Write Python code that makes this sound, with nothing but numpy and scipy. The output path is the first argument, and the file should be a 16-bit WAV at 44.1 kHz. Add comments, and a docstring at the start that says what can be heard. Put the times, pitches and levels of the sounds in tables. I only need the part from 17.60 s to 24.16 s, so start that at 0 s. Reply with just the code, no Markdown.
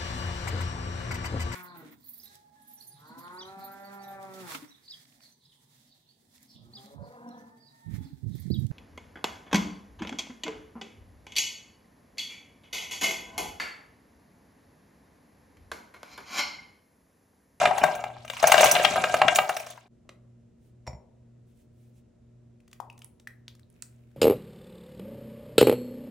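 """A kitchen with a refrigerator humming, heard close up through a pair of microphone ports.
Frozen meatballs tumble from a crackling plastic bag: noisy knocks set a fluted pan and its counter ringing.
The level sinks, near sounds stop briefly, a dull tap follows; cloth stirs as faint swells of noise.
A glass jar bumps the pan with clacks and ringing modes, then thick sauce plops down as short rings
with wet ticks, and late among the plops a fine spatter of tiny clicks sets in."""
import sys
import numpy as np
from scipy import signal
from scipy.fft import rfft, irfft
from scipy.io import wavfile

SR = 44100
rng = np.random.default_rng(int(sys.argv[2]) if len(sys.argv) > 2 else 0)


def digitize_waveform(pressure):
    """Quantize a signal to 16-bit integers and store it at the path in sys.argv[1].

    Rows of a 2-D input are taken as channels; values are limited to [-1, 1].
    """
    field = np.atleast_2d(pressure).T
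    bounded = np.clip(field, -1, 1)
    quanta = np.round(bounded * 32767).astype(np.int16)
    wavfile.write(sys.argv[1], SR, quanta)


N = 289376


def from_db(db):
    """Amplitude factor of a level in dB."""
    return 10 ** (np.asarray(db) / 20)


def rms_one(x):
    """Scale to an rms of 1."""
    return x / np.sqrt(np.mean(x ** 2) + 1e-20)


def in_time(rows):
    """Level columns at every sample; silent outside the table."""
    s, *columns = np.transpose(rows)
    return [np.interp(np.arange(N) / SR, s, c, left=-150, right=-150) for c in columns]


def at_hz(points, hz):
    """Read a curve of (hz, value) points along a logarithmic pitch axis."""
    point_hz, values = np.array(points).T[:2]
    return np.interp(np.log(hz), np.log(point_hz), values)


def drift(rate_hz):
    """Slow random wander of spread 1: noise through a double low-pass, made at one point per 40 samples."""
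    r = np.exp(-80 * np.pi * rate_hz / SR)
    noise = rng.standard_normal(N // 40 + 2002)
    slow = signal.lfilter([1], [1, -2 * r, r * r], noise)[2000:]   # drop the filter's start
    return np.interp(np.arange(N) / 40, np.arange(len(slow)), rms_one(slow))


def above(x, hz):
    """Keep what lies above a pitch."""
    return signal.sosfilt(signal.butter(4, hz, "high", fs=SR, output="sos"), x)


def band_pass(low, high):
    """Filter sections that pass the band between two pitches."""
    return signal.butter(2, [low, high], "band", fs=SR, output="sos")


def ring(clicks, hz, t60):
    """A struck mode: a unit click sets off a sine of height 1 that dies by 60 dB in t60 seconds."""
    r = from_db(-60 / (t60 * SR))
    w = 2 * np.pi * min(hz, .45 * SR) / SR
    return signal.lfilter([0, np.sin(w)], [1, -2 * r * np.cos(w), r * r], clicks + 1e-18, axis=-1)


def dying(count, t60):
    """White noise that rises quickly and fades by 60 dB in t60 seconds."""
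    t = np.arange(count) / SR
    return rng.standard_normal(count) * np.minimum(t / (0.13 * t60), 1) * from_db(-60 * t / t60)


def burst(count, hz, cycles, rough):
    """A tick: a dying ring around a pitch, partly broken into noise; peak 1."""
    t60 = max(cycles, 1) / hz
    kick = rough * rng.standard_normal(count) * from_db(-60 * np.arange(count) / SR / t60)
    kick[0] += 1
    ringing = ring(ring(kick, hz, t60), hz, t60 / 2)
    tick = np.diff(ringing, prepend=0)
    return tick / np.abs(tick).max()


def grains(per_s, spread_db):
    """Random clicks of uneven size and either sign; rms 1."""
    sizes = from_db(spread_db * np.minimum(rng.exponential(1, N), 5)) * rng.choice([-1, 1], N)
    return rms_one(sizes * (rng.random(N) < per_s / SR))


def coloured(sources, spectrum, likeness, patchy_db):
    """Half-octave bands of two (mid, side) sources taken in turn, each flickering on its own; rms 1."""
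    out, edges = 0, 22 * 2 ** np.arange(0, 10, .5)
    for k, (low, high) in enumerate(zip(edges, edges[1:])):
        hz = np.sqrt(low * high)
        if hz < spectrum[0][0]:
            continue
        mid, side = signal.sosfilt(band_pass(low, high), sources[k % 2])
        alike = np.clip(at_hz(likeness, hz), -1, 1)   # 1: both sides the same, -1: opposite
        gain = from_db(at_hz(spectrum, hz) + patchy_db * drift(49))
        out = out + gain * (np.sqrt(1 + alike) * mid + np.sqrt(1 - alike) * side * [[1], [-1]])
    return rms_one(out)


def sides(left_db):
    """Left and right factors for a left-over-right level difference."""
    return from_db(np.array([left_db, -left_db]) / 2)


def add(out, s, sound):
    """Mix a (channels, samples) sound in at a time in seconds."""
    at = round(s * SR)
    out[:, at:at + sound.shape[1]] += sound[:, :N - at]


def fridge():
    """Two motor hums slightly apart beat slowly; steadier tones lie above, over the rumble of room air."""
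    # steady tones: hz, level_db (rms, before a slow wander)
    hum = [(234, -65), (361, -76.5), (605, -83)]
    # relative spectrum of the room air: hz, level_db (per Hz)
    air_colour = [(20, -21.5), (38, -9), (60, -3), (90, -1.5), (140, -6), (200, -5.5), (300, -11.5),
                  (450, -13), (620, -20), (800, -30), (2000, -36.5), (5000, -42), (8500, -39), (11000, -57),
                  (16000, -65)]
    # left-right likeness of the room air: hz, likeness (-1 to 1)
    air_likeness = [(60, 1), (180, 0.72), (550, -0.2), (1650, 0.98), (5000, .3), (15000, -.5)]
    beat_hz, beat_per_s, dip_s = 119.4, 1.9, 2.96   # near dip_s the two hums partly cancel
    lower_db, upper_over_lower_db, air_db = -63, 2.5, -62   # rms
    t = np.arange(N) / SR - dip_s
    lower = np.sin(2 * np.pi * beat_hz * t)
    upper = np.sin(2 * np.pi * (beat_hz + beat_per_s) * t + 0.14 * drift(.8))
    tones = from_db(lower_db) * (lower - from_db(upper_over_lower_db) * upper)
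    for tone_hz, level_db in hum:
        level = from_db(level_db + 1.5 * drift(4.2))
        tones = tones + level * np.sin(2 * np.pi * tone_hz * t + .4 * drift(0.75))
    air = coloured(rng.standard_normal((2, 2, N)), air_colour, air_likeness, patchy_db=-0.2)
    return np.sqrt(2) * tones + from_db(air_db) * air   # sqrt(2) turns sine height into rms


def kitchen(x):
    """Dense echoes from hard walls: noise that swells in quickly and dies band by band; two answers."""
    # decay of the nearer echoes: hz, t60_s
    kitchen_t60 = [(400, 0.75), (1000, 0.33), (2500, 0.21), (6000, 0.17), (12000, 0.26)]
    swell_s = 0.0081
    late_db, late_slower = -10.5, 1.7   # a weaker, slower tail from the far end of the room
    t = np.arange(round(.8 * SR)) / SR
    answer, edges = 0, 300 * 2 ** np.arange(0, 6.5)
    for low, high in zip(edges, edges[1:]):
        band = signal.sosfilt(band_pass(low, high), rng.standard_normal((2, len(t))))
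        fall_db = -60 * t / at_hz(kitchen_t60, np.sqrt(low * high))
        answer = answer + band * (from_db(fall_db) + from_db(late_db + fall_db / late_slower))
    answer = answer * np.clip(t / swell_s, 0, 1) ** 2
    answer = answer / np.sqrt(np.sum(answer ** 2, 1, keepdims=True))   # unit energy
    return signal.fftconvolve(x[None], answer, axes=1)[:, :N]


def cloth():
    """Soft rustle of cloth and hands: coloured noise that swells and fades in bell shapes."""
    # faint swells: middle_s, half_width_s, level_db (rms at the middle, ahead of the ports)
    swell_rows = [(3.06, .05, -74.5), (3.9, .04, -77), (4.0, 0.047, -71.5), (4.24, .09, -74.5),
                  (4.38, .03, -72)]
    # relative spectrum: hz, level_db (per Hz)
    cloth_colour = [(1000, -23.5), (2500, -2), (5000, -7), (8500, -3), (11000, 0), (15000, -2),
                    (17000, -10)]
    t = np.arange(N) / SR
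    swells = sum(from_db(db) * np.exp(-((t - s) / width) ** 2) for s, width, db in swell_rows)
    noise = rng.standard_normal((2, 2, N))
    return swells * coloured(noise, cloth_colour, [(1000, 0.55), (16000, 0.77)], patchy_db=1.5)


def tap():
    """A hand takes the jar off the counter: a dull dry click of short ring and low-passed noise."""
    tap_s, tap_db, tap_hz = 2.491, -41, 580
    out = np.zeros((1, N))
    dull = signal.lfilter([.3], [1, -1.3, .45], dying(count=900, t60=0.018))
    click = .5 * burst(900, tap_hz, cycles=8.4, rough=0.28) + 3.28 * dull
    add(out, tap_s, from_db(tap_db) * above(click, 250)[None])
    return out


def spatter():
    """Tiny droplets bursting on the sauce: fine random clicks that set in late among the plops and grow fainter."""
    # relative spectrum: hz, level_db (per Hz)
    spatter_colour = [(900, 0), (2500, 4), (5000, -9), (9000, -8), (16000, -4)]
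    spatter_start_s, rise_s, start_db, sag_db_per_s = 6.1, 0.062, -72.5, 15
    drops = np.array([[grains(600, spread_db=3.5), rng.standard_normal(N)] for k in range(2)])
    t = np.arange(N) / SR - spatter_start_s
    level = np.clip(t / rise_s, 0, 1) * from_db(start_db - sag_db_per_s * t)
    return level * coloured(drops, spatter_colour, [(1000, 0.19), (16000, 0.39)], patchy_db=-0.5)


def counter(times, push_db, tilt_db):
    """The counter under the pan thuds in low modes; tilt (dB per octave) sets the balance of the modes."""
    # counter modes: hz, level_db (relative), t60_s
    counter_modes = [(64.7, -7.5, 0.15), (128, 1.5, 0.08), (151, -11.5, .3), (171.74, -7.5, 0.3),
                     (260, -1.5, 0.03), (400, -11, 0.095)]
    push, out = np.zeros(N), 0
    push[np.round(times * SR).astype(int)] = from_db(push_db)
    for k, (hz, level_db, t60) in enumerate(counter_modes):
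        gain = from_db(level_db - 13.5 + tilt_db * np.log2(hz / 124))
        out = out + gain * ring(push, hz, t60) * (-1) ** k   # modes alternate in sign
    return out


def jar():
    """Glass clacks on the pan and both ring as dying modes, the counter thuds."""
    # bumps against the pan: start_s, level_db (relative), thud_db (against that level)
    bumps = [(3.26, -52, -3), (3.267, -29, -15), (3.275, -18.5, -4.5), (3.290, -56.5, 28.5),
             (3.299, -53.5, 4.5), (3.331, -35.5, 9.5), (3.347, -44.5, 13.5)]
    # modes of the jar on the pan: hz, level_db (relative), t60_s
    jar_modes = [(547, -1.5, 0.043), (604, -7.5, 0.13), (677, 3, 0.029), (810, -1, 0.039),
                 (941, 2.5, 0.033), (2060, -1.5, 0.018), (2300, -17, 0.16), (2390, -14, 0.042),
                 (4600, -29, 0.1), (4990, -18, 0.06), (5390, -14, 0.096), (5470, -15.5, 0.13),
                 (5576, -4, 0.063), (7110, -35, 0.16), (7120, -16.5, 0.19)]
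    rows = np.array(bumps)
    clicks, clack = np.zeros(N), np.zeros((1, N))
    clicks[np.round(rows[:, 0] * SR).astype(int)] = from_db(rows[:, 1])
    for s, level_db, thud_db in bumps:   # less thud, more clack
        add(clack, s, from_db(level_db - 22.0 - thud_db) * dying(count=2000, t60=0.022)[None])
    glass = signal.lfilter([.6], [1, -.4], clack[0])
    for k, (hz, level_db, t60) in enumerate(jar_modes):
        glass = glass + from_db(level_db - 16.5) * ring(clicks, hz, t60) * (-1) ** k
    return above(glass, 340) + counter(rows[:, 0], rows[:, 1] + rows[:, 2], tilt_db=-8.0)


def sauce():
    """Each lump closes a pocket of air that rings a few cycles; a wet tick of noise starts with the ring."""
    # plops and ticks: start_s, level_db (peak of the ring alone, before panning and the ports),
    # pitch_hz, ring_cycles, tick_db (wet tick noise against the ring)
    plops = [(5.003, -60, 2494, 12, 3), (5.0779, -58, 2510, 9.7, 10.5), (5.1128, -66.5, 4640, 10, 18),
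             (5.13, -38.5, 2450, 3.4, 1), (5.2011, -25.5, 890, 7.2, -12), (5.2996, -37.5, 2590, 30, -7),
             (5.3282, -47, 9600, 9, -12), (5.3775, -57.5, 2490, 7.9, 14), (5.391, -41, 10500, 12, -7),
             (5.4191, -38, 2960, 8.6, -.5), (5.4454, -29.5, 9980, 10.7, -15), (5.598, -54, 3820, 12, 9),
             (5.6723, -29.5, 1876, 17, -3.5), (5.881, -26.5, 3590, 3.7, -10.5),
             (5.9503, -60, 4390, 8.4, 13.5), (5.994, -57.5, 1760, 10, 7.5), (6.032, -55, 3900, 17, -18),
             (6.1015, -45, 10100, 9.4, -16), (6.1268, -52, 9500, 9, -13), (6.1417, -61, 7000, 8.1, -8),
             (6.2231, -21, 7950, 7.9, -10.5), (6.3625, -62, 7020, 12, -14), (6.515, -69, 1460, 12, 6)]
    left_at_1k_db, left_db_per_octave = 9.5, -4.5   # deeper plops sound further left
    out = np.zeros((2, N))
    for s, level_db, hz, cycles, tick_db in plops:
        tick = above(dying(count=1300, t60=0.0173), 790)
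        plop = burst(1300, hz, cycles, rough=0.083) + from_db(tick_db) * tick
        left_db = left_at_1k_db + left_db_per_octave * np.log2(hz / 1000)
        add(out, s, from_db(level_db) * sides(left_db)[:, None] * plop)
    return out


def bag(rustle_db):
    """Stiff plastic: dense tiny creases as coloured clicks, and single sharp snaps of ring and noise."""
    # creases snapping: start_s, level_db (relative)
    snaps = [(0.0154, -34.5), (0.0568, -35), (0.1795, -26), (0.2354, -22.5), (0.3511, -33), (0.4389, -41),
             (0.6489, -42), (0.6784, -42), (0.6988, -31), (0.7317, -35), (0.7682, -37), (0.7996, -35.5),
             (0.8265, -20.5), (0.8709, -7), (0.9178, -7.5), (0.9797, -16.5), (1.0086, -10.5), (1.0415, -8),
             (1.0575, -15.5), (1.0795, -23.5), (1.1129, -5), (1.2326, -22), (1.2471, -20.5),
             (1.3578, -27.5), (1.4386, -25), (1.4905, -31.5), (1.5404, -21.5), (1.5668, -28),
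             (1.6167, -31.5), (1.6796, -29), (1.725, -45), (1.749, -16.5), (1.7579, -8), (1.8911, -18.5),
             (1.945, -32), (1.9654, -20.5), (1.9974, -26), (2.0642, -31), (2.1026, -28), (2.173, -43)]
    # relative spectrum of the rustle: hz, level_db (per Hz)
    rustle_colour = [(900, 3), (1500, -6.5), (2800, -1), (4800, -10), (6500, -9.5), (10500, -14),
                     (13000, -30), (15500, -13.5), (17000, -30)]
    snap_hz, snap_spread = 6200, 0.064   # pitch, and its spread as a share
    creases = np.array([[grains(1500, spread_db=-2.5), rng.standard_normal(N)] for k in range(2)])
    rustle = coloured(creases, rustle_colour, [(1000, 0.27), (16000, 0.87)], patchy_db=5.0)
    out = from_db(rustle_db) * rustle
    for s, level_db in snaps:
        hz = snap_hz * np.exp(snap_spread * rng.standard_normal())
        tick = 0.66 * burst(900, hz, cycles=29, rough=1.0)
        tick += 0.83 * above(dying(count=1800, t60=.04), 4800)[:900]
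        tick += 1.5 * above(dying(count=900, t60=.04), 9500)
        add(out, s, from_db(level_db) * np.tile(tick, (2, 1)))
    return out


def pan(rolling_db):
    """Each blow is a short knock and strikes every mode with its own strength; rolling adds small blows."""
    # meatballs on the pan: start_s, level_db (relative), hardness_db (near 3 kHz against that level),
    # pitch_hz (of the knock)
    blows = [(0.015, -17, -21, 634.5), (0.029, -19.5, -22, 791), (0.055, -8, -4, 693),
             (0.072, -16, -10, 791.4), (0.11, -14.5, -28.5, 779), (0.15, -28, -16, 773),
             (0.181, -19, -13, 776.5), (0.237, -2, -17.5, 718.6), (0.285, -18.5, -27, 764),
             (0.35, -26, -16, 679.6), (0.394, -30, -20, 690), (0.439, -21.5, -9, 781),
             (0.501, -33.5, -23.5, 794), (0.566, -37.5, -16.5, 865.5), (0.648, -35.5, -3.5, 642),
             (0.678, -41, 7, 616.2), (0.699, -27.5, 4.5, 606), (0.734, -34, 2, 986), (0.767, -33.5, 7, 964),
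             (0.8, -37, -5, 799.3), (0.828, -6, -17, 703), (0.84, 0, -17, 696.2), (0.872, -9.5, -12, 721.6),
             (0.882, -10.5, -16, 646.3), (0.896, -12.5, -11.5, 624), (0.919, -3, -1.5, 758),
             (0.941, -2.5, -9.5, 655.5), (0.979, -7.5, -2, 635), (1.006, -4, -11.5, 616.5),
             (1.03, -4, -6, 631.7), (1.042, -8, -10.5, 782.2), (1.057, -9, -6, 592.5),
             (1.079, -13.5, -15, 616), (1.112, -22, -3.5, 692), (1.153, -18.5, 1, 850),
             (1.164, -15, 2.5, 661), (1.197, -10, -15, 628.7), (1.228, -15.5, -19.5, 643),
             (1.248, -10, 10.5, 759), (1.324, -21.5, -10.5, 667.7), (1.358, -9, -13, 622),
             (1.402, -21.5, -6.5, 606), (1.439, -9.5, 1, 622.6), (1.496, -24, 2, 622),
             (1.541, -3, -12, 694.2), (1.566, -27, 1, 625.2), (1.616, -1, -9.5, 770),
             (1.681, -5, 3.5, 655.3), (1.758, -21, 11, 691), (1.786, -0.5, -8.5, 712),
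             (1.834, -24, -19.5, 762), (1.893, -6.5, -12.5, 740), (1.967, -17.5, -3.5, 670.6),
             (2.001, -24, -27, 620), (2.067, -26, -5, 665), (2.102, -31.5, -15, 683),
             (2.176, -29.5, -12.5, 950)]
    # pan modes: hz, level_db (relative), t60_s
    pan_modes = [(570, -24, 0.047), (606.1, -4, 0.11), (631, -15, 0.22), (710, -12, .1), (719.5, -3, 0.037),
                 (728, 1, 0.092), (786, -3.5, 0.037), (911, -10.5, 0.13), (950, -18, 0.033),
                 (1105, -10.5, .08), (976, -12.5, 0.24), (1239.4, -4.5, 0.038), (1349, -13.5, 0.21),
                 (1558, -11, .07), (1598.4, -4.5, .11), (1700, -12, 0.024), (2110, -6, 0.076),
                 (2284, -12, 0.3), (2394, 0, 0.041), (2735, -2, 0.042), (2820, -6, 0.12),
                 (2986, -6.5, 0.05), (3298, -14, 0.015), (3700, -14.5, 0.088), (5300, -18, 0.098),
                 (6200, -15.5, .04), (7100, -11, 0.19)]
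    # pitches at which the colour of a blow is set: hz
    colour_hz = [800, 1500, 3000, 7000]
    # edges of the three crunch bands: hz
    band_edges_hz = [1000, 2000, 3700, 11000]
    mid_db, mid_follows = -1.5, 0.31    # near 1.5 kHz: offset and share of the hardness
    top_db, top_follows = -17.5, 0.27   # near 7 kHz: offset and share of the hardness
    left_db, left_db_per_s, left_spread_db = 5, -0.3, 4   # blows lean left, slightly less with time
    strike_spread_db = 3.5   # how unevenly a blow reaches the modes
    load_db_per_s = 6        # the filling pan drives the counter harder

    rows = np.array(blows)
    start_s, level_db, hard_db, pitch_hz = rows.T
    at = np.round(start_s * SR).astype(int)
    chance = rng.standard_normal((len(rows), len(pan_modes) + 1))
    spread = sides(left_db + left_db_per_s * start_s + left_spread_db * chance[:, -1])
    mid, top = mid_db + mid_follows * hard_db, top_db + top_follows * hard_db
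    colour = np.column_stack([0 * hard_db, mid, hard_db, top]) + level_db[:, None]

    ringing = np.zeros((2, N))
    rolling = [from_db(rolling_db - 31.5) * grains(250, spread_db=5.5) for k in range(3)]
    for k, (hz, mode_db, t60) in enumerate(pan_modes):
        small_blows = rolling[k % 3] * from_db(mode_db - 5.6 * np.log2(hz / 700))
        clicks = np.tile(small_blows, (2, 1))
        blow_db = np.array([np.interp(np.log(hz), np.log(colour_hz), c) for c in colour])
        if hz < band_edges_hz[0]:   # the spot struck picks the low mode
            blow_db -= np.minimum(30 * np.abs(np.log2(hz / pitch_hz)), 5)
        clicks[:, at] += spread * from_db(blow_db + mode_db - 13 + strike_spread_db * chance[:, k])
        ringing += ring(clicks, hz, t60) * (-1) ** k

    bands = [band_pass(low, high) for low, high in zip(band_edges_hz, band_edges_hz[1:])]
    for s, levels_db, both, knock_hz in zip(start_s, colour, spread.T, pitch_hz):
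        # the wall gives way near the blow for a few cycles; frost and crust crunch above that
        knock = from_db(levels_db[0] - 5.0) * burst(1300, knock_hz, cycles=11.14, rough=.08)
        for band, db, t60 in zip(bands, levels_db[1:], [.022, .018, .016]):
            crunch = signal.sosfilt(band, dying(count=1300, t60=t60))
            knock += from_db(db - 4.5) * crunch / np.abs(crunch).max()
        add(ringing, s, both[:, None] * knock)

    small = np.flatnonzero(rolling[0])
    small_db = 20 * np.log10(np.abs(rolling[0][small]))
    rumble = counter(small / SR, small_db - 9 + load_db_per_s * small / SR, tilt_db=8.0)
    return above(ringing, 360) + counter(start_s, level_db - 24, tilt_db=2.0) + rumble


def ports(x):
    """The two microphone ports hear near sources with a level and phase step that depends on pitch."""
    # level step: hz, left_over_right_db
    port_db = [(60, -2), (130, 1), (290, -2.5), (640, 3), (1410, 1), (2200, -4.5), (3100, 0), (6820, -1)]
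    # phase step: hz, left_lead_rad
    port_phase = [(100, 0), (2500, .1), (3200, -.5), (5770, .1), (8000, -1.3), (11300, -2.8),
                  (12800, -3.14), (15300, -3.8), (17000, -3.9)]
    hz = np.maximum(np.arange(N // 2 + 1) * SR / N, 1)
    half = from_db(at_hz(port_db, hz) / 2) * np.exp(.5j * at_hz(port_phase, hz))
    return irfft(rfft(x) * [half, 1 / half], N)


def scene():
    """Near sources and their echo through the ports, and the steady kitchen."""
    # tumbling: start_s, rolling_db (in the pan, relative), rustle_db (of the bag, rms ahead of the ports)
    tumble_rows = [(0.0, -17.5, -33.5), (0.12, -27, -48), (0.3, -28, -48.5), (0.5, -42.5, -64.5),
                   (0.7, -59.5, -59), (0.75, -56, -46.5), (0.86, -40, -37.5), (1.03, -17, -22),
                   (1.1, -23.5, -28), (1.43, -22.5, -37), (1.61, -27, -42), (1.76, -25.5, -40.5),
                   (1.88, -60, -45.5), (2.1, -65, -44.5), (2.3, -47, -64)]
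    echo_db, late_echo_extra_db = -13, 2.5   # the echo of tap, jar and sauce is somewhat louder
    silent_from_s, silent_to_s = 2.28, 2.45   # near sounds and their echoes stop here
    rolling_db, rustle_db = in_time(tumble_rows)
    tumble = pan(rolling_db) + bag(rustle_db)
    tap_jar_sauce = tap() + jar() + sauce()
    to_walls = (tumble + from_db(late_echo_extra_db) * tap_jar_sauce).mean(0)
    shared, apart = from_db(echo_db) * kitchen(to_walls)
    echo = np.array([shared + 0.94 * apart, shared - 0.15 * apart])   # close ports share most of the echo
    near = ports(tumble + tap_jar_sauce + echo + cloth() + spatter())
    near[:, round(silent_from_s * SR):round(silent_to_s * SR)] = 0
    return near + fridge()


def record(dry):
    """The level sinks and returns, peaks are rounded, the top is cut."""
    # overall level: start_s, level_db
    fade = [(0, 4), (2.0, -2.5), (2.15, -5), (2.27, -9), (2.285, -12), (2.32, 0), (6.56, 0)]
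    cutoff_hz, ceiling = 17400, 1.15
    faded = dry * from_db(in_time(fade)[0])
    rounded = ceiling * np.tanh(faded / ceiling)
    return signal.sosfilt(signal.cheby2(14, 95, cutoff_hz, fs=SR, output="sos"), rounded)


dry = scene()
out = record(dry)
digitize_waveform(out)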